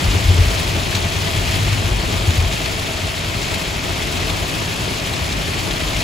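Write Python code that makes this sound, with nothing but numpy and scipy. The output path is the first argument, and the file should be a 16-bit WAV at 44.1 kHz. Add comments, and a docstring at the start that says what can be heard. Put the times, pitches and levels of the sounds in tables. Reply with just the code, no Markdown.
"""Heavy rain on the windshield and roof of a car driving on a wet road, heard from the cabin.
Thousands of drops, made of flickering noise, merge into a hiss, with short glassy ticks and big splats.
Below it the tyres roar (coloured noise, a humming panel and body resonances). Low thumps of the road,
many in pairs a tenth of a second apart, and a few short dull knocks are tones that swell and fade."""
import sys
import numpy as np
from scipy import signal
from scipy.fft import rfft, irfft
from scipy.io import wavfile
from scipy.ndimage import uniform_filter1d

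SR = 44100
rng = np.random.default_rng(int(sys.argv[2]) if len(sys.argv) > 2 else 0)


def file_out(sig):
    """Save sig as 16-bit WAV at sys.argv[1]."""
    # one column per channel
    cols = np.atleast_2d(sig).T
    # limit, then scale
    lim = np.clip(cols, -1, 1)
    pcm = np.round(lim * 32767).astype(np.int16)
    wavfile.write(sys.argv[1], SR, pcm)


N = 265923

# How strong the layers are over the drive.
# Each row: time in seconds, rain level in dB, tyre roar level in dB, road texture level in dB.
DRIVE_LEVELS = [(0, -24.5, -24.5, -25), (.4, -24, -24, -22), (.6, -24, -25, -26.5),
                (.85, -25, -25.5, -25.5), (1.1, -25, -26, -25.5), (1.35, -24.5, -25.5, -25),
                (1.6, -24, -26, -21), (1.9, -26, -25.5, -24.5), (2.2, -25, -25, -25.5),
                (2.5, -25.5, -27, -25), (2.58, -25.5, -27.5, -27), (2.9, -26, -26.5, -29),
                (3.2, -26.5, -28.5, -27), (3.5, -25.5, -26, -27.5), (3.75, -26.5, -27.5, -28.5),
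                (4.0, -25.5, -26, -27), (4.3, -25.5, -25.5, -26), (4.7, -25.5, -27, -27),
                (5.05, -26, -26.5, -30.5), (5.5, -25.5, -26.5, -26), (6.03, -25, -26.5, -27.5)]
# Colour of rain through glass and roof lining. Each row: frequency in Hz, relative level in dB.
RAIN_COLOUR = [(500, -14), (1000, -6.5), (1330, -5), (1550, -5), (1750, -2.8), (1950, -2.2), (2120, -.7),
               (2400, .4), (2800, -1.1), (3250, -.6), (3450, -2.2), (3900, -3.4), (4400, -3.9),
               (4750, -6.3), (5100, -7), (5700, -8.8), (6150, -8.8), (6700, -10), (7300, -9.5),
               (8000, -10.5), (8350, -12.5), (9000, -12), (12200, -17), (13000, -19), (15600, -23.5)]
# The largest drops on the glass. Each row: start in seconds, level in dB.
BIG_DROPS = [(0.9506, -12), (.9648, -17), (1.6506, -18), (1.7278, -15.5), (2.088, -22), (2.3062, -16),
             (2.3755, -20), (2.6582, -14.5), (3.069, -19), (3.542, -15), (3.838, -18), (4.3, -17),
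             (5.137, -16.5), (5.323, -19), (5.7089, -17), (5.883, -21), (6.005, -17)]


def gain_of(db):
    """Turns decibels into a factor for the amplitude."""
    return 10 ** (np.asarray(db) / 20)


def evened(x):
    """Scales a sound to an rms (average strength) of 1."""
    return x / np.sqrt(np.mean(x ** 2) + 1e-20)


def read(hz, points, values):
    """Reads a curve of straight lines on a log-frequency axis."""
    return np.interp(np.log(hz + 1), np.log(np.asarray(points) + 1), values)


def colour(x, spectrum):
    """Makes some pitches louder than others, by a table of Hz and dB, and evens the result."""
    hz = np.fft.rfftfreq(N, 1 / SR)
    gain = gain_of(read(hz, *np.transpose(spectrum)))
    return evened(irfft(rfft(x) * gain, N))


def bandpass(x, order, edges_hz):
    """Keeps the band between two frequencies."""
    return signal.sosfilt(signal.butter(order, edges_hz, "band", fs=SR, output="sos"), x)


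def resonate(x, hz, width_hz):
    """Lets noise shake one resonance, which answers mostly at its own pitch."""
    return evened(signal.lfilter(*signal.iirpeak(hz, hz / width_hz, SR), x))


def control(table, column):
    """Turns a dB column of a table over time into a gain for every sample."""
    columns = np.transpose(table)
    return gain_of(np.interp(np.arange(N) / SR, columns[0], columns[column]))


def road(lumpy_db=1.0):
    """Tyre roar and spray, one humming panel, and body resonances shaken harder on rough stretches."""
    # Steady roar in the wheel wells. Each row: frequency in Hz, relative level in dB.
    roar_colour = [(22, -11), (32, -10.5), (60, -3), (120, -5), (160, 2), (220, -6), (340, -5), (440, -6.5),
                   (480, -11.5), (560, -8.5), (900, -11.5), (1500, -15), (3000, -68)]
    # A humming band, likely a trim panel. One row: low edge in Hz, high edge in Hz, base level in dB.
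    panel_band = (620, 685, -14)
    # The hum comes and goes. Each row: time in seconds, dB added to its base level.
    hum_levels = [(0, 2), (.6, 0.5), (1.1, 4.5), (1.55, 5), (1.8, -2), (2.1, 1), (2.7, 3.5), (3.1, 5),
                  (3.7, 1.5), (4.2, 3), (4.5, -2), (5.2, 2), (5.5, -3), (5.8, 4), (6.03, 5)]
    # Body resonances. Each row: pitch in Hz, width of each filter pass in Hz, relative level in dB.
    body_modes = [(48.8, 23, -6), (91, 24, -4), (113.4, 23.5, -8.5), (156.5, 20.5, -15), (219.3, 7.6, -20)]

    roar, hum, *texture = rng.standard_normal((2 + len(body_modes), 2, N))
    low_hz, high_hz, hum_db = panel_band
    panel = gain_of(hum_db) * evened(bandpass(hum, 3, (low_hz, high_hz)))
    panel *= control(hum_levels, column=1)

    lumps = uniform_filter1d(rng.standard_normal(N), size=900)
    lumps = evened(uniform_filter1d(lumps, size=900))  # water thrown in lumps
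    roar = colour(roar * gain_of(lumpy_db * lumps), roar_colour)

    body = np.zeros((2, N))
    for noise, (hz, width_hz, db) in zip(texture, body_modes):
        once = resonate(noise, hz, width_hz)
        body += gain_of(db) * resonate(once, hz, width_hz)

    roar_gain = control(DRIVE_LEVELS, column=2)
    texture_gain = control(DRIVE_LEVELS, column=3)
    return roar_gain * (roar + panel) + texture_gain * evened(body)


def swelling_tones(starts, t60, rise_s):
    """Each tone (s, dB, Hz) swells for a moment, then fades by 60 dB in t60 seconds."""
    out = np.zeros(N)
    t = np.arange(SR // 2) / SR
    swell = np.sin(np.pi / 2 * np.minimum(t / rise_s, 1))
    shape = swell * gain_of(-60 * np.maximum(t - rise_s, 0) / t60)
    shape /= shape.max()
    for start_s, db, hz in starts:
        part = out[round(start_s * SR):][:len(t)]
        tone = -np.sin(2 * np.pi * hz * t)
        part += (gain_of(db) * shape * tone)[:len(part)]
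    return out


def low_thumps():
    """Low thumps of the road, each a short tone followed by a second one, and slower, deeper heaves."""
    # Low thumps of the road, many in pairs a tenth of a second apart.
    # Each row: first start in seconds, first peak in dB, second peak in dB, pitch in Hz.
    thump_rows = [(0.033, -12.5, -15, 80), (.048, -18, -11, 101), (0.247, -9.5, -11, 80),
                  (0.284, -4, -6, 89.4), (0.308, -18, -12, 91), (.366, -24, -11, 86), (.57, -17, -20, 94),
                  (.586, -18, -14, 98), (.763, -18.5, -25, 88), (.937, -15.5, -16, 95.7),
                  (1.051, -24, -16, 94), (1.206, -19, -25, 91), (1.362, -12, -19, 99),
                  (1.487, -18.5, -14, 89), (1.52, -14.5, -24, 91), (1.609, -22, -10, 99.3),
                  (1.68, -14, -14, 103), (1.737, -25, -15, 96), (1.801, -28, -16, 97),
                  (2.055, -19, -18, 85.5), (2.113, -18.5, -20, 93), (2.272, -5.5, -6.5, 90.8),
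                  (2.297, -19, -11, 88.7), (2.434, -20, -23, 88), (2.462, -26, -18, 90),
                  (5.106, -25, -15, 80)]
    # Slower heaves of the cabin air. Each row: start in seconds, peak in dB.
    heave_rows = [(.069, -10.5), (.26, -14), (.33, -19), (.382, -10), (0.459, -14), (.655, -24),
                  (1.415, -22), (1.655, -18), (1.905, -17), (2.043, -23), (2.394, -14), (2.448, -14),
                  (5.31, -22), (5.855, -21), (5.941, -18)]

    pair_gap_s, heave_hz = 0.102, 49.3
    first = [(s, db, hz) for s, db, _, hz in thump_rows]
    second = [(s + pair_gap_s, db, hz) for s, _, db, hz in thump_rows]
    heaves = [(s, db, heave_hz) for s, db in heave_rows]
    pairs = swelling_tones(first + second, t60=0.12, rise_s=0.019)
    return pairs + swelling_tones(heaves, t60=0.23, rise_s=0.021)


def dull_knocks():
    """Short dull low-mid knocks in the roar, source unclear: tones that die at once."""
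    # Each row: start in seconds, peak in dB, pitch in Hz.
    knock_rows = [(0.467, -24, 367), (0.753, -18, 315), (1.56, -22, 326), (1.888, -18, 334),
                  (2.13, -19, 320), (4.878, -17, 385), (5.483, -18.5, 388), (5.679, -18, 350)]
    return swelling_tones(knock_rows, t60=0.029, rise_s=0.00091)


def ticks(per_s=1400, spread_db=5.5, share_db=-6.5, cycles=1.0, tail_db=-2.5, t60=0.05):
    """First contact of near drops: a few quick cycles of glass, each spot with its own pitch."""
    spots_hz = np.geomspace(1500, 11000, num=32)
    t = np.arange(300) / SR
    landed = rng.random(N) < per_s / SR
    size = landed * gain_of(spread_db * np.minimum(rng.exponential(1, N), 3))
    spot = rng.integers(0, len(spots_hz), N)
    sign = rng.choice([-1., 1.], (2, N))  # each port gets its own push or pull
    out = np.zeros((2, N))
    for k, hz in enumerate(spots_hz):
        ring = np.exp(-t * hz / cycles) * np.sin(2 * np.pi * hz * t)
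        ring *= gain_of(read(hz, *np.transpose(RAIN_COLOUR))) * hz / 3000  # lifts the shorter high rings
        out += signal.oaconvolve(sign * size * (spot == k), ring[None], axes=1)[:, :N]

    life_s = np.arange(2000) / SR
    echo = rng.standard_normal((2, len(life_s))) * gain_of(-60 * life_s / t60)
    tail = evened(signal.oaconvolve(out, echo, axes=1)[:, :N])  # the cabin answers each tick
    mixed = evened(evened(out) + gain_of(tail_db) * tail)
    return control(DRIVE_LEVELS, column=1) * gain_of(share_db) * mixed


def cracks():
    """The largest drops start with a short bright crack and a few cycles of ringing glass."""
    crack_db, crack_t60 = -6, 0.012  # level against the drop's table level, seconds to fall 60 dB
    ping_db, ping_t60, ping_rise_s, ping_hz = 1, 0.011, 0.0007, 3800
    out = np.zeros((2, N))
    t = np.arange(800) / SR
    clicks = rng.choice([-1., 1.], (len(BIG_DROPS), 2, len(t)))
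    bursts = bandpass(clicks, 1, (2200, 9000)) * gain_of(crack_db - 60 * t / crack_t60)

    detune = rng.uniform(.85, 1.15, (len(BIG_DROPS), 2, 1))  # each spot has its own pitch
    pings = np.sin(2 * np.pi * ping_hz * detune * t) * np.minimum(t / ping_rise_s, 1)
    pings *= gain_of(ping_db - 60 * t / ping_t60)
    for (start_s, db), burst, ping in zip(BIG_DROPS, bursts, pings):
        part = out[:, round(start_s * SR):][:, :len(t)]
        part += gain_of(db) * (burst + ping)[:, :part.shape[1]]
    return out


def add_splats(power, hz, hop, rain_gain, crest_db=5.0):
    """A big drop adds a broad burst of noise power around a centre pitch, with fizz above, then fades."""
    centre_hz, fizz, t60 = 3480, 0.29, 0.041
    bump = np.exp(-(np.log((hz + 1) / centre_hz) / 1.3) ** 2)
    spread = fizz * (hz > centre_hz) + bump
    for start_s, db in BIG_DROPS:
        at = round(start_s * SR / hop) + 2
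        part = power[at:at + 80]
        life_s = np.arange(len(part))[:, None] * hop / SR
        # noise peaks above its average strength, hence crest_db; the rain gain is applied again later
        amplitude = gain_of(db - crest_db - 60 * life_s / t60) / rain_gain[at * hop]
        part += amplitude ** 2 * spread


def rain(per_s=1500, spread_db=2.5, t60=0.018, wash_low=0.83, wash_high=0.5, gust_db=0.51,
         patch_db=0.7, brighten=0.88):
    """Each drop lifts a wide patch of noise at once and dies in the soft cabin; far drops blur to a wash."""
    hop, bins = 32, 65  # samples between frames, frequency steps in a frame
    frames = N // hop + 5
    hz = np.linspace(0, SR / 2, bins)

    landed = rng.random((frames, bins)) < per_s * hop / SR / bins
    size = np.minimum(rng.exponential(1, (frames, bins)), 3.2)
    drops = landed * gain_of(spread_db * size) ** 2
    drops = uniform_filter1d(drops, size=16, axis=1)
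    drops = uniform_filter1d(drops, size=12, axis=1)  # a drop spans several kHz
    drops /= drops.mean()
    fade = gain_of(-60 * hop / SR / t60) ** 2  # power left after one frame
    near = signal.lfilter([1 - fade], [1, -fade], drops, axis=0)
    # only near drops carry high treble, so the steady wash has a smaller share there
    wash = np.clip(np.interp(hz, [3000, 12000], [wash_low, wash_high]), 0, 1)
    power = wash + (1 - wash) * near

    gusts = evened(uniform_filter1d(rng.standard_normal(frames), size=30))
    power *= gain_of(gust_db * gusts)[:, None] ** (2 + hz / 6000)  # sheets of rain, strongest in the treble
    patches = uniform_filter1d(rng.standard_normal((frames, bins)), size=40, axis=0)
    patches = evened(uniform_filter1d(patches, size=4, axis=1))
    power *= gain_of(patch_db * patches) ** 2  # parts of glass and roof take turns

    rain_gain = control(DRIVE_LEVELS, column=1)
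    strength = rain_gain[np.minimum(np.arange(frames) * hop, N - 1)] / rain_gain.mean()
    power *= strength[:, None] ** (brighten * hz / 10000)  # harder rain is brighter
    add_splats(power, hz, hop, rain_gain)

    shape = (2, frames, bins)
    noise = rng.standard_normal(shape) + 1j * rng.standard_normal(shape)
    grid = (noise * np.sqrt(power)).transpose(0, 2, 1)
    hiss = signal.istft(grid, nperseg=128, noverlap=96)[1][:, :N]
    return rain_gain * colour(hiss, RAIN_COLOUR)


def scene():
    """Rain and roar reach two ports partly alike, by pitch; thumps and knocks come to both in step."""
    # The two microphone ports. Each row: frequency in Hz, likeness from -1 to 1,
    # phase by which the right port leads in radians, left minus right level in dB.
    port_rows = [(30, .98, 0, 2), (60, .93, 0, 2.5), (95, .93, 0, 3), (140, .87, 0, .6), (210, .57, 0, 1.5),
                 (330, .71, 0, 3.5), (500, .32, 0, 3.5), (650, .4, 0, 1.5), (770, .26, 0, 4),
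                 (1150, 0.01, 0, 1.5), (1400, -.35, 0, 1.1), (1800, .2, .8, 2.2), (2300, .6, .2, 1.1),
                 (3000, .7, -.6, 4.6), (3500, .75, -.3, 3), (4500, .8, 0, 2.5), (5100, .6, 0, 3.2),
                 (5600, .45, 0, 2.5), (6500, .88, 0, .3), (7300, .94, .2, 0), (16000, .96, .2, 0)]
    lead_s, lead_from_hz = 0.00024, 7020  # above this the right port hears the treble earlier still

    shared, twin = rfft(road() + ticks() + cracks() + rain())  # two rows of sound
    knocks = rfft(low_thumps() + dull_knocks())
    hz = np.fft.rfftfreq(N, 1 / SR)
    points, *columns = np.transpose(port_rows)
    like, lead, balance_db = (read(hz, points, column) for column in columns)
    like = np.clip(like, -1, 1)
    lead = lead + 2 * np.pi * lead_s * np.maximum(hz - lead_from_hz, 0)

    # the right port mixes a shifted copy of the left with the twin, keeping the power
    right = like * np.exp(1j * lead) * shared + np.sqrt(1 - like ** 2) * twin
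    left_out = (shared + knocks) * gain_of(balance_db / 2)
    right_out = (right + knocks) * gain_of(-balance_db / 2)
    return irfft(np.array([left_out, right_out]), N)


def record(dry):
    """The input stage slightly squeezes the loudest peaks; then a filter removes the highest treble."""
    squeezed = 1.615 * np.tanh(dry / 1.593)
    lowpass = signal.firwin(1023, 15730, window=("kaiser", 9), fs=SR)  # cutoff in Hz
    return signal.oaconvolve(squeezed, lowpass[None], "same")


dry = scene()
out = record(dry)
file_out(out)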